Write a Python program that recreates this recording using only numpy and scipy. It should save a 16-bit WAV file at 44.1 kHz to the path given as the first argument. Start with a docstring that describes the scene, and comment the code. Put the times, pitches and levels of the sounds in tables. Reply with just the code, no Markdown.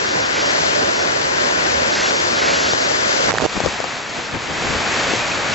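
"""Under a carport, hand-held camera: wind-driven storm rain roars on sheet-metal roofs and a van.
At first a hand cups the two microphone ports, so the roar is hollow and wide. It slides off with a
crackling scrape that makes the gain control duck for about a second. Gusts then buffet the open ports,
and near the end a few heavy drips ring the metal."""
import sys
import numpy as np
from scipy import signal
from scipy.fft import rfft, irfft
from scipy.io import wavfile
from scipy.ndimage import uniform_filter1d, minimum_filter1d

SR = 44100
rng = np.random.default_rng(int(sys.argv[2]) if len(sys.argv) > 2 else 0)


def bounce(signal):
    """Save signal as a 16-bit WAV file at the path given by the first command-line argument."""
    frames = np.transpose(np.atleast_2d(signal))
    limited = np.clip(frames, -1, 1)
    pcm = np.round(limited * 32767).astype(np.int16)
    wavfile.write(sys.argv[1], SR, pcm)


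N = 244314
TIME = np.arange(N) / SR
FREQS = np.arange(N // 2 + 1) * SR / N
HAND_OFF_S = 3.315
TOP_HZ = 7800  # upper edge of the camera's band

# share of the rain common to both ports: f/Hz, share cupped (0-1), share open (0-1)
PORT_LIKENESS = [(60, 0.45, .9), (180, 0.66, 0.46), (560, 0.72, 0.8), (1720, 0.65, 0.55),
                 (3800, 0.72, 0.56), (4400, 0.76, .99)]


def undb(db):
    """Decibels to gain."""
    return 10 ** (np.asarray(db) / 20)


def curves(table):
    """The columns of a table, joined by straight lines in time."""
    s, *columns = np.transpose(table)
    return [np.interp(TIME, s, c) for c in columns]


def spectra(table):
    """The columns of a table, joined by straight lines over log frequency."""
    hz, *columns = np.transpose(table)
    return [np.interp(np.log(FREQS + 1), np.log(hz), c) for c in columns]


def shape(x, gain):
    """Filter by a gain for each frequency."""
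    return irfft(rfft(x) * gain, N)


def unit(x):
    """Scale to rms 1."""
    return x / np.sqrt(np.mean(x ** 2))


def below(hz, order=4):
    """Gain curve of a soft low-pass."""
    return 1 / (1 + (FREQS / hz) ** order)


def walk(rate):
    """Random levels held 1 / rate s and slewed twice; rms 1."""
    hold = max(int(SR / rate), 1)
    steps = np.repeat(rng.standard_normal(N // hold + 1), hold)
    return unit(uniform_filter1d(uniform_filter1d(steps, hold), hold)[:N])


def impacts(rate, spread_db):
    """Randomly timed clicks, many small and a few large."""
    hit = rng.random(N) < rate / SR
    size = undb(spread_db * np.minimum(rng.exponential(size=N), 5))
    return unit(hit * size * rng.choice([-1, 1], N))


def blend(a, b, share):
    """Equal-power fade from a to b."""
    share = np.clip(share, 0, 1)
    return a * np.sqrt(1 - share) + b * np.sqrt(share)


def swell(middle_s, half_width_s):
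    """A bell-shaped envelope with peak 1."""
    return np.exp(-2 * np.minimum(((TIME - middle_s) / half_width_s) ** 2, 20))


def panned(db, pan_db):
    """Left and right gains: the nearer port gets the full level."""
    return undb(db + np.minimum([[pan_db], [-pan_db]], 0))


def uncovered(slide_s=.03):
    """How far the hand has left the ports, 0 to 1."""
    return np.clip((TIME - HAND_OFF_S) / slide_s + .5, 0, 1)


def at_ports(fields, likeness, left_db, right_db, lead):
    """Both ports hear a shared field and one of their own, each through its own colour and lag."""
    likeness = np.clip(likeness, 0, 1)
    pair = np.sqrt(likeness) * fields[0] + np.sqrt(1 - likeness) * fields[1:]
    phase = np.exp(.5j * np.array([lead, -lead]))
    return irfft(pair * undb([left_db, right_db]) * phase, N) * np.sqrt(SR / 2)


def downpour(near_db=-7, flicker_db=0.5):
    """A flat rain field: near drops over the wash of countless far ones, each octave flickering alone."""
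    drops = unit(rng.standard_normal(N) + undb(near_db) * impacts(rate=2500, spread_db=4.0))
    spectrum = rfft(drops)
    octave = np.log2(np.clip(FREQS, 125, 8000) / 125)
    bands = (irfft(spectrum * np.maximum(1 - abs(octave - k), 0), N) for k in range(7))
    return unit(sum(band * undb(flicker_db * walk(rate=22)) for band in bands))


def rain(hiss_hz=3200, surge_db=0.44, cupped_db=-0.37, open_db=1.42):
    """Sheets of rain, first through the cupped hand and then in the open; gusts lift the spray most."""
    # colour of the rain at the open ports: f/Hz, left level/dB, right level/dB
    open_colour = [(30, -71, -76), (70, -61, -62), (350, -57, -57), (700, -55, -55), (1120, -56.5, -56.5),
                   (1760, -55, -56.5), (2640, -57, -59.5), (2720, -59.5, -62.5), (4700, -64.5, -64.5),
                   (5400, -66.5, -68), (8100, -67.5, -68.5)]
    # gusts drive the rain: t/s, roar level/dB, spray level/dB
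    gusts = [(0, -0.5, -2), (.42, -0.7, -2), (.66, 0.5, 1.6), (1.05, -0.4, -1.1), (1.9, 0.6, 0),
             (1.99, 1, 1.5), (2.13, -0.3, 0.5), (2.5, 1, 1), (3.2, 1, 3.6), (3.65, 2.1, 4.5),
             (3.83, 1.9, 2.5), (4.06, -1.5, -1.5), (4.2, 0.9, 2.5), (4.38, -1.5, -2.5), (4.58, -0.5, 0),
             (4.95, 1, 1.5), (5.2, -0.5, 1), (5.4, -1, -2), (5.54, 1, 1.5)]
    fields = rfft([downpour() for _ in range(3)])
    _, likeness = spectra(PORT_LIKENESS)
    open_rain = undb(open_db) * at_ports(fields, likeness, *spectra(open_colour), lead=0 * FREQS)
    heard = blend(undb(cupped_db) * cupped_rain(fields), open_rain, uncovered())
    roar = shape(heard, below(hiss_hz))
    spray = heard - roar
    roar_db, spray_db = curves(gusts)
    return (roar * undb(roar_db) + spray * undb(spray_db)) * undb(surge_db * walk(rate=12))


def cupped_rain(fields, middle_db=-2.5):
    """The hand makes a hollow that rings and turns the two ports nearly out of phase in the midrange."""
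    # colour of the rain under the hand: f/Hz, left level/dB, right level/dB, phase lead of left/rad
    cupped_colour = [(30, -84, -84, 0), (45, -70, -70, 0), (70, -58.5, -59.5, .2), (210, -58.5, -56.5, .6),
                     (300, -53.5, -51.5, 1.1), (380, -53, -49.5, 1.6), (460, -53.8, -50.2, 2.1),
                     (570, -50.8, -47, 2.7), (800, -51.5, -51.5, 2.8), (1020, -50.5, -53, 2.5),
                     (1250, -52, -56, 2.7), (1480, -48.5, -49, 3), (1880, -50.5, -55, 3.2),
                     (2600, -55, -61.5, 3.8), (3800, -58, -66, 4.2), (4400, -56.5, -63, 4.6),
                     (6000, -59.5, -65.5, 4.9), (7500, -63.5, -70.5, 5.3)]
    left_db, right_db, lead = spectra(cupped_colour)
    likeness, _ = spectra(PORT_LIKENESS)
    wide = at_ports(fields, likeness, left_db, right_db, lead)
    middle = shape(downpour(), undb(left_db + middle_db)) * np.sqrt(SR / 2)
    return sway(hand_hollow(waver(wide)), middle)


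def waver(x, bands_hz=(350, 440, 680), q=5, depth_db=1.1):
    """Neighbouring bands swell and sink at random, so the colour of the hollow roar wavers."""
    for hz in bands_hz:
        band = signal.lfilter(*signal.iirpeak(hz, q, fs=SR), x)
        x = x + band * (undb(depth_db * walk(rate=13)) - 1)
    return x


def hand_hollow(x, width_hz=70, drift=.02, throb_db=1.2):
    """A narrow resonance lifts the roar; its pitch and strength shift as the hand moves."""
    # ring of the air under the hand: t/s, f/Hz, lift/dB
    resonance = [(0, 530, 1), (.45, 540, 3), (.72, 590, 4), (.82, 580, 8.5), (.92, 560, 3), (1.08, 560, 6),
                 (1.3, 545, 4), (1.75, 560, 5), (2.15, 545, 3.5), (2.55, 530, 3.5), (2.85, 560, 4),
                 (3.2, 540, 4)]
    hz, lift_db = curves(resonance)
    carrier = np.exp(2j * np.pi * np.cumsum(hz * (1 + drift * walk(rate=9.9))) / SR)
    pole = np.exp(-np.pi * width_hz / SR)
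    ring = 2 * np.real(carrier * signal.lfilter([1 - pole], [1, -pole], x / carrier))  # moving band-pass
    return x + ring * (undb(lift_db + throb_db * walk(rate=11)) - 1)


def sway(pair, middle):
    """Now and then the treble gives way to a hiss in the middle, reaching lowest halfway through."""
    # the hiss sways from the left to the middle: start t/s, end t/s, lowest f/Hz
    sways = [(.06, .147, 4000), (.2, .287, 4000), (.33, .43, 1900), (.34, .52, 4300), (.94, 1.04, 4200),
             (1.9, 2.11, 2500), (1.945, 2.04, 1350), (2.135, 2.21, 4400), (2.32, 2.75, 2600),
             (2.37, 2.57, 1950), (2.79, 2.88, 5000)]
    # lower edges of the bands that sway: f/Hz
    band_edges = [1300, 1900, 2500, 3200, 4500]
    dips = [hz + (TOP_HZ - hz) * ((2 * TIME - start - end) / (end - start)) ** 8
            for start, end, hz in sways]
    edge_hz = np.min(dips, axis=0)
    out, left_right_middle = pair, rfft(np.vstack([pair, middle]))
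    for low, high in zip(band_edges, band_edges[1:] + [TOP_HZ]):
        band = irfft(left_right_middle * (FREQS >= low) * (FREQS < high), N)
        out = out - band[:2] + blend(band[:2], band[2], (high - edge_hz) / (high - low))
    return out


def buffets(ragged_db=1.5, shared=0.53, crackle_db=-7, flutter_db=-35):
    """Eddies break on the ports in ragged, crackling swells, over a weaker flutter once they are open."""
    # strongest buffets: middle t/s, half-width/s, level/dB, left minus right/dB, sharpness (0-1)
    blows = [(0.818, 0.026, -23, -1, 1), (3.262, 0.04, -20.5, 15, 0.4), (3.295, .018, -18, -8, .7),
             (3.355, .025, -20, -3, .6), (3.438, 0.028, -15.5, -3, 0.35), (3.568, 0.022, -11.5, 10, 0.05),
             (3.648, 0.018, -13.5, 9, 0.5), (3.675, .026, -13.5, 8, .05), (4.185, 0.03, -20, -3, 0.7),
             (4.355, 0.034, -16, 5.5, 0.35), (4.51, 0.051, -24, 6, 0.2), (4.71, 0.1, -25.5, 8.5, 0),
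             (5.102, 0.032, -26, 10, 0), (5.53, 0.043, -27.5, 6, 0)]
    # their colour: f/Hz, dull level/dB, sharp level/dB
    colour = [(30, -11, -21), (70, -1.5, -8.5), (140, 3, -10), (350, -1, 1), (600, -8.5, 1.5),
              (1200, -11, -14), (2500, -22.5, -10), (7000, -33, -24)]
    noise = np.array([rng.standard_normal(N) + undb(crackle_db) * impacts(rate=280, spread_db=2.5)
                      for _ in range(3)])
    eddies = blend(noise[1:], noise[0], shared)
    ragged = undb(ragged_db * walk(rate=140))
    dull, sharp = (unit(shape(eddies, undb(db)) * ragged) for db in spectra(colour))
    out = dull * uncovered() * panned(flutter_db, pan_db=5) * undb(-0.5 * walk(rate=18))
    for s, half_width, db, pan_db, sharpness in blows:
        air = dull + np.clip(sharpness, 0, 1) * (sharp - dull)
        out += panned(db, pan_db) * swell(s, half_width) * air
    return out


def wind_rumble(centre_hz=70, width_hz=22):
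    """A deep rumble of wind swells now and then, alike in both ports."""
    # swells of wind: middle t/s, half-width/s, level/dB
    rumbles = [(1.76, .09, -38), (4.76, 0.11, -39.5)]
    deep = unit(shape(rng.standard_normal(N), np.exp(-((FREQS - centre_hz) / width_hz) ** 2)))
    return deep * sum(undb(db) * swell(s, half_width) for s, half_width, db in rumbles)


def port_pops(thud_hz=165, thud_s=.0035, thud_gain=.2, grit_gain=.48, grit_s=.0012, low_hz=105):
    """Each slip or gust kicks the air in a port for about a cycle, with a housing thud and some grit."""
    # slipping fingers, then wind: t/s, peak level/dB, f/Hz, left minus right/dB, ring/cycles
    pops = [(2.735, 0, 620, 33, .75), (2.915, -7, 720, 10, .8), (3.2868, -4, 1900, -8, .6),
            (3.2928, 1, 1090, -16, .6), (3.3005, -2, 1450, -12, .5), (3.3049, 2.5, 1500, -20, .5),
            (3.3086, 9, 1800, -14, .5), (3.3194, 10.5, 1750, -14, .5), (3.3282, 4, 680, -15, .65),
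            (3.3397, 3, 560, -4, .7), (3.349, 3.5, 850, -18, .7), (3.3568, -1, 1180, -14, .6),
            (3.366, -2, 2600, -6, .7), (3.3752, 0, 604, -18, .7), (3.3843, 11.5, 1650, -3, 1.3),
            (3.3958, 1.5, 850, -10, .6), (3.4022, 6.5, 720, -14, .7), (3.41, 6, 1010, -12, .5),
            (3.4194, 4, 850, -10, .5), (3.4238, 5.5, 400, -20, .75), (3.4271, 0, 720, -10, .6),
            (3.4418, 5.5, 560, -18, .65), (3.4447, 0, 900, 6, .7), (3.4518, 3, 380, -15, .7),
            (3.4546, 6.5, 600, -20, .65), (3.4612, 13, 600, -17, .7), (3.568, -6, 800, 3, .6),
            (3.5755, -7, 190, 5, .6), (3.6038, 7.5, 640, 24, .8), (3.614, -5, 280, 14, .7),
            (3.638, -2.5, 480, 6, .6), (3.648, -4, 900, 15, .7), (3.6618, 6.5, 540, 20, 1.1),
            (3.8025, 1, 560, 24, .9), (3.842, 2, 860, 17, .8), (5.136, -3.5, 400, 24, .9)]
    out, t = np.zeros((2, N)), np.arange(1024) / SR
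    passband = signal.butter(2, [low_hz, TOP_HZ], "band", fs=SR, output="sos")  # small ports lose bass
    thud = thud_gain * np.sin(2 * np.pi * thud_hz * t) * np.exp(-t / thud_s)
    for s, db, hz, pan_db, cycles in pops:
        age = 2 * t * hz / cycles
        kick = np.sin(2 * np.pi * hz * t) * age * np.exp(1 - age)  # soft skin: the kick has to build
        grit = grit_gain * rng.standard_normal(len(t)) * np.exp(-t / grit_s)
        pulse = signal.sosfilt(passband, kick + thud + grit)
        start = int(s * SR) - abs(kick).argmax()
        out[:, start:start + len(t)] += panned(db, pan_db) * pulse / abs(pulse).max()
    return out


def hand_scrape(length_s=0.19, level_db=-23.5, top_hz=5500, ragged_db=2):
    """Skin hisses on the housing for as long as the hand slides."""
    sliding = np.exp(-((TIME - HAND_OFF_S - length_s / 2) / (.6 * length_s)) ** 4)
    hiss = unit(shape(rng.standard_normal((2, N)), below(top_hz, order=2)))
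    return sliding * hiss * undb(level_db + ragged_db * walk(rate=96))


def drips():
    """Each drip sets one mode of a panel ringing briefly."""
    # heavy drips on sheet metal: t/s, peak level/dB, f/Hz, t60/s
    strikes = [(5.205, -19.5, 2470, 0.18), (5.316, -16, 2500, 0.045), (5.335, -22.5, 1414, 0.18)]
    out = np.zeros(N)
    for s, db, hz, t60 in strikes:
        age = np.maximum(TIME - s, 0)
        out += undb(db) * np.sin(2 * np.pi * hz * age) * np.exp(-np.log(1000) * age / t60)
    return out


def release(cut_db, db_per_s):
    """Follow every rise at once and fall back at a steady rate."""
    return np.maximum.accumulate(cut_db + db_per_s * TIME) - db_per_s * TIME


def gain_control(x, limit_db=-0.5, duck_db=6.5, hold_s=0.63):
    """Overloads turn both channels down: a brief deep dip, then a shallower duck that holds and eases."""
    over_db = np.maximum(20 * np.log10(abs(x).max(axis=0) + 1e-9) - limit_db, 0)
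    half = int(hold_s * SR / 2)
    held_db = -minimum_filter1d(-np.minimum(over_db, duck_db), 2 * half + 1, origin=half, mode="constant")
    cut_db = np.maximum(release(held_db, db_per_s=17.5), release(over_db, db_per_s=90))
    return x * undb(-cut_db)


def scene():
    """Rain and drips around the carport; wind and handling right on the microphone."""
    return rain() + buffets() + wind_rumble() + port_pops() + hand_scrape() + drips()


def record(dry):
    """The camera ducks after overloads, rounds off the highest peaks and cuts the top treble steeply."""
    ducked = gain_control(shape(dry, below(TOP_HZ, order=40)))
    rounded = ducked / (1 + (ducked / .87) ** 6) ** (1 / 6)
    return signal.sosfilt(signal.ellip(12, .2, 80, TOP_HZ, fs=SR, output="sos"), rounded)


dry = scene()
out = record(dry)
bounce(out)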